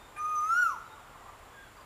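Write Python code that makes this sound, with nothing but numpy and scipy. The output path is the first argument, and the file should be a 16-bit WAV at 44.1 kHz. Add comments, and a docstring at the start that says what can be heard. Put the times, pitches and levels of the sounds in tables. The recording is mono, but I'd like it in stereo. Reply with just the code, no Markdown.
"""A koel on a branch near the microphone gives one loud whistle: a raspy start, a held note,
then a swelling rise and a steep fall. It sits a little right of centre, outdoors among trees.
The ground reflects the call, leaves and trees scatter it into a short tail, and a faint echo
comes back from far off. Other birds call in the distance, over a low rumble and hiss."""
import sys
import numpy as np
from scipy import signal
from scipy.fft import rfft, irfft, next_fast_len
from scipy.io import wavfile
from scipy.ndimage import uniform_filter1d, map_coordinates

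SR = 44100
rng = np.random.default_rng(int(sys.argv[2]) if len(sys.argv) > 2 else 0)


def bounce(signal):
    """Save signal as a 16-bit WAV file at the path given by the first command-line argument."""
    frames = np.transpose(np.atleast_2d(signal))
    limited = np.clip(frames, -1, 1)
    pcm = np.round(limited * 32767).astype(np.int16)
    wavfile.write(sys.argv[1], SR, pcm)


N = 81585
t = np.arange(N) / SR


def amp(db):
    """Decibels to gain."""
    return 10 ** (np.asarray(db) / 20)

def unit(x):
    """Scale to rms 1."""
    return x / np.sqrt(np.mean(x ** 2) + 1e-20)

def along(points, hz):
    """Read (f/Hz, value) points on a log axis."""
    f, v = np.transpose(points)
    return np.interp(np.log(hz + 1), np.log(f + 1), v)

def curve(rows):
    """One value per sample from (t/s, value) rows."""
    return np.interp(t, *np.transpose(rows))

def wobble(rate):
    """A smooth random curve, rate knots a second."""
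    knots = rng.standard_normal(int(N * rate / SR) + 4)
    return map_coordinates(knots, [t * rate])

def filtered(x, response):
    """Pass x through a frequency response."""
    m = next_fast_len(N + SR // 2)
    return irfft(rfft(x, m) * response(np.fft.rfftfreq(m, 1 / SR)), m)[..., :N]

def coloured(x, spectrum):
    """Shape x by (f/Hz, level/dB) points."""
    return filtered(x, lambda hz: amp(along(spectrum, hz)))

def noise(spectrum):
    """Coloured noise of rms 1."""
    return unit(coloured(rng.standard_normal(N), spectrum))

def pan(db):
    """Channel gains; db is left minus right, so negative leans right."""
    return amp([[db / 2], [-db / 2]])

def scatter(x, t60s, gap_s):
    """A diffuse stereo echo after a gap, dying away by (f/Hz, T60/s) points."""
    hz, age, spectra = signal.stft(rng.standard_normal((2, N)), SR, nperseg=256)
    decay = amp(-60 * age / along(t60s, hz)[:, None])
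    tail = signal.istft(spectra * decay, SR, nperseg=256)[1]
    tail = np.pad(tail / np.linalg.norm(tail[0]), ((0, 0), (int(gap_s * SR), 0)))
    return signal.fftconvolve(x[None], tail, axes=1)[:, :N]


# How alike the ambience is on the microphone's two sides: f/Hz, coherence/0-1
COHERENCE = [(40, 1), (120, 0.76), (300, 0.46), (900, 0.76), (2000, 0.12), (10000, 0.067)]
def wide_noise(spectrum):
    """Ambient stereo noise of rms 1, near mono in the bass."""
    def mid_side(hz):
        angle = np.arccos(np.clip(along(COHERENCE, hz), -1, 1)) / 2
        return amp(along(spectrum, hz)) * [np.cos(angle), np.sin(angle)]
    mid, side = filtered(rng.standard_normal((2, N)), mid_side)
    return unit(np.array([mid + side, mid - side]))

# The outdoor bed all around the microphone: f/Hz, relative level/dB
BED_SPECTRUM = [(15, -25), (28, 4.5), (60, -1.5), (112, -1.5), (160, -8.5), (260, -7), (500, -5), (680, -6),
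                (1000, -4), (1500, -6.5), (2200, -10), (3400, -15), (4200, -19), (6400, -24), (7300, -14.5),
                (7900, -22), (11000, -24), (15000, -27)]
def outdoor_bed(level_db=-52.5):
    """Steady low rumble and hiss."""
    return amp(level_db) * wide_noise(BED_SPECTRUM)

# Swell of the distant wash: t/s, level/dB
WASH_LEVEL = [(0, -59), (.9, -61), (1.08, -61), (1.15, -52), (1.3, -54.5), (1.38, -59), (1.55, -58.5),
              (1.7, -80), (1.85, -59)]
# Its hollow colour: f/Hz, relative level/dB
WASH_SPECTRUM = [(400, -20), (700, -3.5), (850, 4), (1180, 5.5), (1320, -5), (1480, -52), (2500, -48)]
def distant_wash(flutter_db=2):
    """A faint, fluttering band of far-off sound around 1 kHz."""
    return amp(curve(WASH_LEVEL) + flutter_db * wobble(70)) * wide_noise(WASH_SPECTRUM)

# Decay among the surrounding trees: f/Hz, T60/s
TREE_DECAY = [(200, 0.36), (1300, 0.52), (3000, 0.57), (6000, 0.42), (14000, 0.47)]
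def trees(sound):
    """The trees scatter a sound into a half-second tail."""
    return scatter(sound, TREE_DECAY, gap_s=.012)

# Birds far from the microphone: t/s, length/s, start f/Hz, end f/Hz, level/dB
FAR_BIRD_NOTES = [(-.02, 0.11, 3650, 3620, -64), (0.413, 0.098, 1724, 1722, -60),
                  (0.418, 0.0703, 2110, 2060, -57.5), (.85, .04, 3950, 3850, -68),
                  (0.886, .09, 3730, 3638, -61.5), (0.888, 0.081, 860, 887, -51),
                  (0.966, 0.025, 1197, 1100, -47.5), (1.19, .08, 1950, 1920, -61),
                  (1.272, .032, 1204, 1150, -50), (1.44, 0.11, 518, 476, -61.5),
                  (1.487, .23, 3400, 3353, -64.5), (1.529, 0.114, 1650, 1574, -51.5),
                  (1.623, 0.088, 1572, 1520, -59), (1.766, 0.049, 1341, 843, -51),
                  (1.761, 0.0297, 4950, 4480, -64.5), (1.8, 0.027, 4910, 4490, -63)]
def far_birds(waver=0.00988, trees_db=-2):
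    """Short gliding notes, blurred by the trees."""
    notes = np.zeros(N)
    for start, length, start_hz, end_hz, db in FAR_BIRD_NOTES:
        progress = np.clip((t - start) / length, 0, 1)
        hz = (start_hz + progress * (end_hz - start_hz)) * (1 + waver * wobble(150))
        notes += amp(db) * np.sin(np.pi * progress) * np.sin(2 * np.pi * np.cumsum(hz) / SR)
    return notes + amp(trees_db) * trees(notes)

def reflection(call, delay_s, db):
    """One bounce reaches the microphone later and weaker than the direct sound."""
    return amp(db) * filtered(call, lambda hz: np.exp(-2j * np.pi * hz * delay_s))

# What the nearest foliage throws back: f/Hz, level/dB
LEAF_SPECTRUM = [(1400, -20.5), (3000, -6), (6000, 2), (12000, 2.5)]
def leaves(call, t60_s=0.079):
    """Close leaves scatter mostly treble, in a very short tail."""
    return scatter(coloured(call, LEAF_SPECTRUM), [(1000, t60_s)], gap_s=.002)

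# Noise at the start of the call: f/Hz, relative level/dB
RASP_SPECTRUM = [(400, -50), (850, 10.5), (1200, -25), (1550, 9.5), (2100, -3), (2400, 10), (2800, -16),
                 (6000, -26), (10800, -16), (14000, -40)]
# Overtones that flash in it: multiple, relative level/dB
RASP_OVERTONES = [(2, -3), (8, -12.5)]
def koel_rasp(phase, start_s=0.1594, level_db=-45.5):
    """The call opens with a burst of noise and a bite of overtones locked to the whistle."""
    age = np.maximum(t - start_s, 0)
    def burst(attack_s, t60_s):
        return amp(level_db - 60 * age / t60_s) * np.minimum(age / attack_s, 1)
    rasp = burst(attack_s=0.0051, t60_s=0.17) * noise(RASP_SPECTRUM)
    bite = sum(amp(db) * np.sqrt(2) * np.sin(round(k) * phase) for k, db in RASP_OVERTONES)
    return rasp + burst(attack_s=0.019, t60_s=0.16) * bite

# Overtones against the fundamental: multiple, held-note level/dB, top-of-rise level/dB
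WHISTLE_OVERTONES = [(2, -27.5, -32.5), (3, -48, -37), (4, -46, -39), (5, -31.5, -34), (6, -42, -57),
                     (7, -44, -40), (8, -41, -45), (9, -38, -43), (10, -46, -58), (11, -42, -62)]
def koel_tone(hz, phase, held_hz=1210, peak_hz=1460, throat_hz=5640, waver_db=2.5):
    """A near-pure tone; a throat resonance lifts the thin overtones passing through it."""
    rise = np.clip((hz - held_hz) / (peak_hz - held_hz), 0, 1)
    bloom_db = 300 * np.minimum(t - 0.198, 0)  # overtones come in after the fundamental
    dip_db = -22 * np.exp(-((t - 0.371) / 0.026) ** 2)  # the second harmonic drops out briefly
    soften_db = 21 * np.maximum(t - 0.65, 0)  # on the fall, higher overtones fade faster
    tone = np.sin(phase)
    for k, held_db, top_db in WHISTLE_OVERTONES:
        multiple = round(k)
        throat_db = 9.5 * np.exp(-((multiple * hz - throat_hz) / 650) ** 2)
        db = held_db + rise * (top_db - held_db) + throat_db + waver_db * wobble(27.5)
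        db += bloom_db + (multiple == 2) * dip_db - multiple * soften_db
        tone += amp(db) * np.sin(multiple * phase)
    return np.sqrt(2) * tone

# Pitch of the koel on its branch: t/s, f/Hz
WHISTLE_PITCH = [(.16, 1195), (.185, 1215), (.22, 1222), (.29, 1239), (.335, 1233), (.385, 1213),
                 (.43, 1228), (.46, 1260), (.49, 1299), (.52, 1353), (.56, 1405), (.585, 1461),
                 (.605, 1460), (.625, 1440), (.65, 1380), (.675, 1300), (.7, 1203), (.735, 1018),
                 (.775, 830)]
# Strength of its whistle: t/s, level/dB
WHISTLE_EFFORT = [(.155, -66), (.178, -43.5), (.205, -36.5), (.25, -34.5), (.31, -34), (.39, -31.5),
                  (.46, -32), (.53, -25.5), (.61, -27), (.655, -25.5), (.7, -34), (.745, -42.5), (.77, -50),
                  (.785, -89)]
# Air noise in the whistle: f/Hz, relative level/dB
BREATH_SPECTRUM = [(300, -39), (850, 18), (1900, -29), (3500, 4), (6000, -12), (11000, 1), (15000, -24)]
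def koel(jitter=.001, shimmer_db=0.33, breath_db=-37):
    """The direct call: a rasp, then tone and breath that swell and fade together."""
    hz = uniform_filter1d(curve(WHISTLE_PITCH), size=600) * (1 + jitter * wobble(119.2))
    phase = 2 * np.pi * np.cumsum(hz) / SR
    tone = koel_tone(hz, phase)
    calling = (t > WHISTLE_EFFORT[0][0]) & (t < WHISTLE_EFFORT[-1][0])
    effort = amp(curve(WHISTLE_EFFORT) + shimmer_db * wobble(59.3)) * calling
    rasp = koel_rasp(phase)
    breath = amp(breath_db) * noise(BREATH_SPECTRUM)
    return rasp + effort * (tone + breath)


def scene():
    """At the microphone: the koel and its echoes near and far, over the distant ambience."""
    call = koel()
    ground = reflection(call, delay_s=.009, db=-11)
    far_echo = reflection(call, delay_s=0.18, db=-27.5)
    bright_call = coloured(call, [(1500, 0), (6000, 11)])
    short_tail = leaves(call) + amp(-8) * trees(bright_call)
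    long_tail = amp(-20) * scatter(call, t60s=[(1000, 2)], gap_s=0.067)
    foreground = call + ground + far_echo + short_tail + long_tail
    background = distant_wash() + outdoor_bed() + far_birds()
    return pan(-3.5) * foreground + pan(-2) * background

def record(dry, top_hz=15450):
    """The camera keeps nothing above its band limit."""
    return filtered(dry, lambda hz: hz < top_hz)


dry = scene()
out = record(dry)
bounce(out)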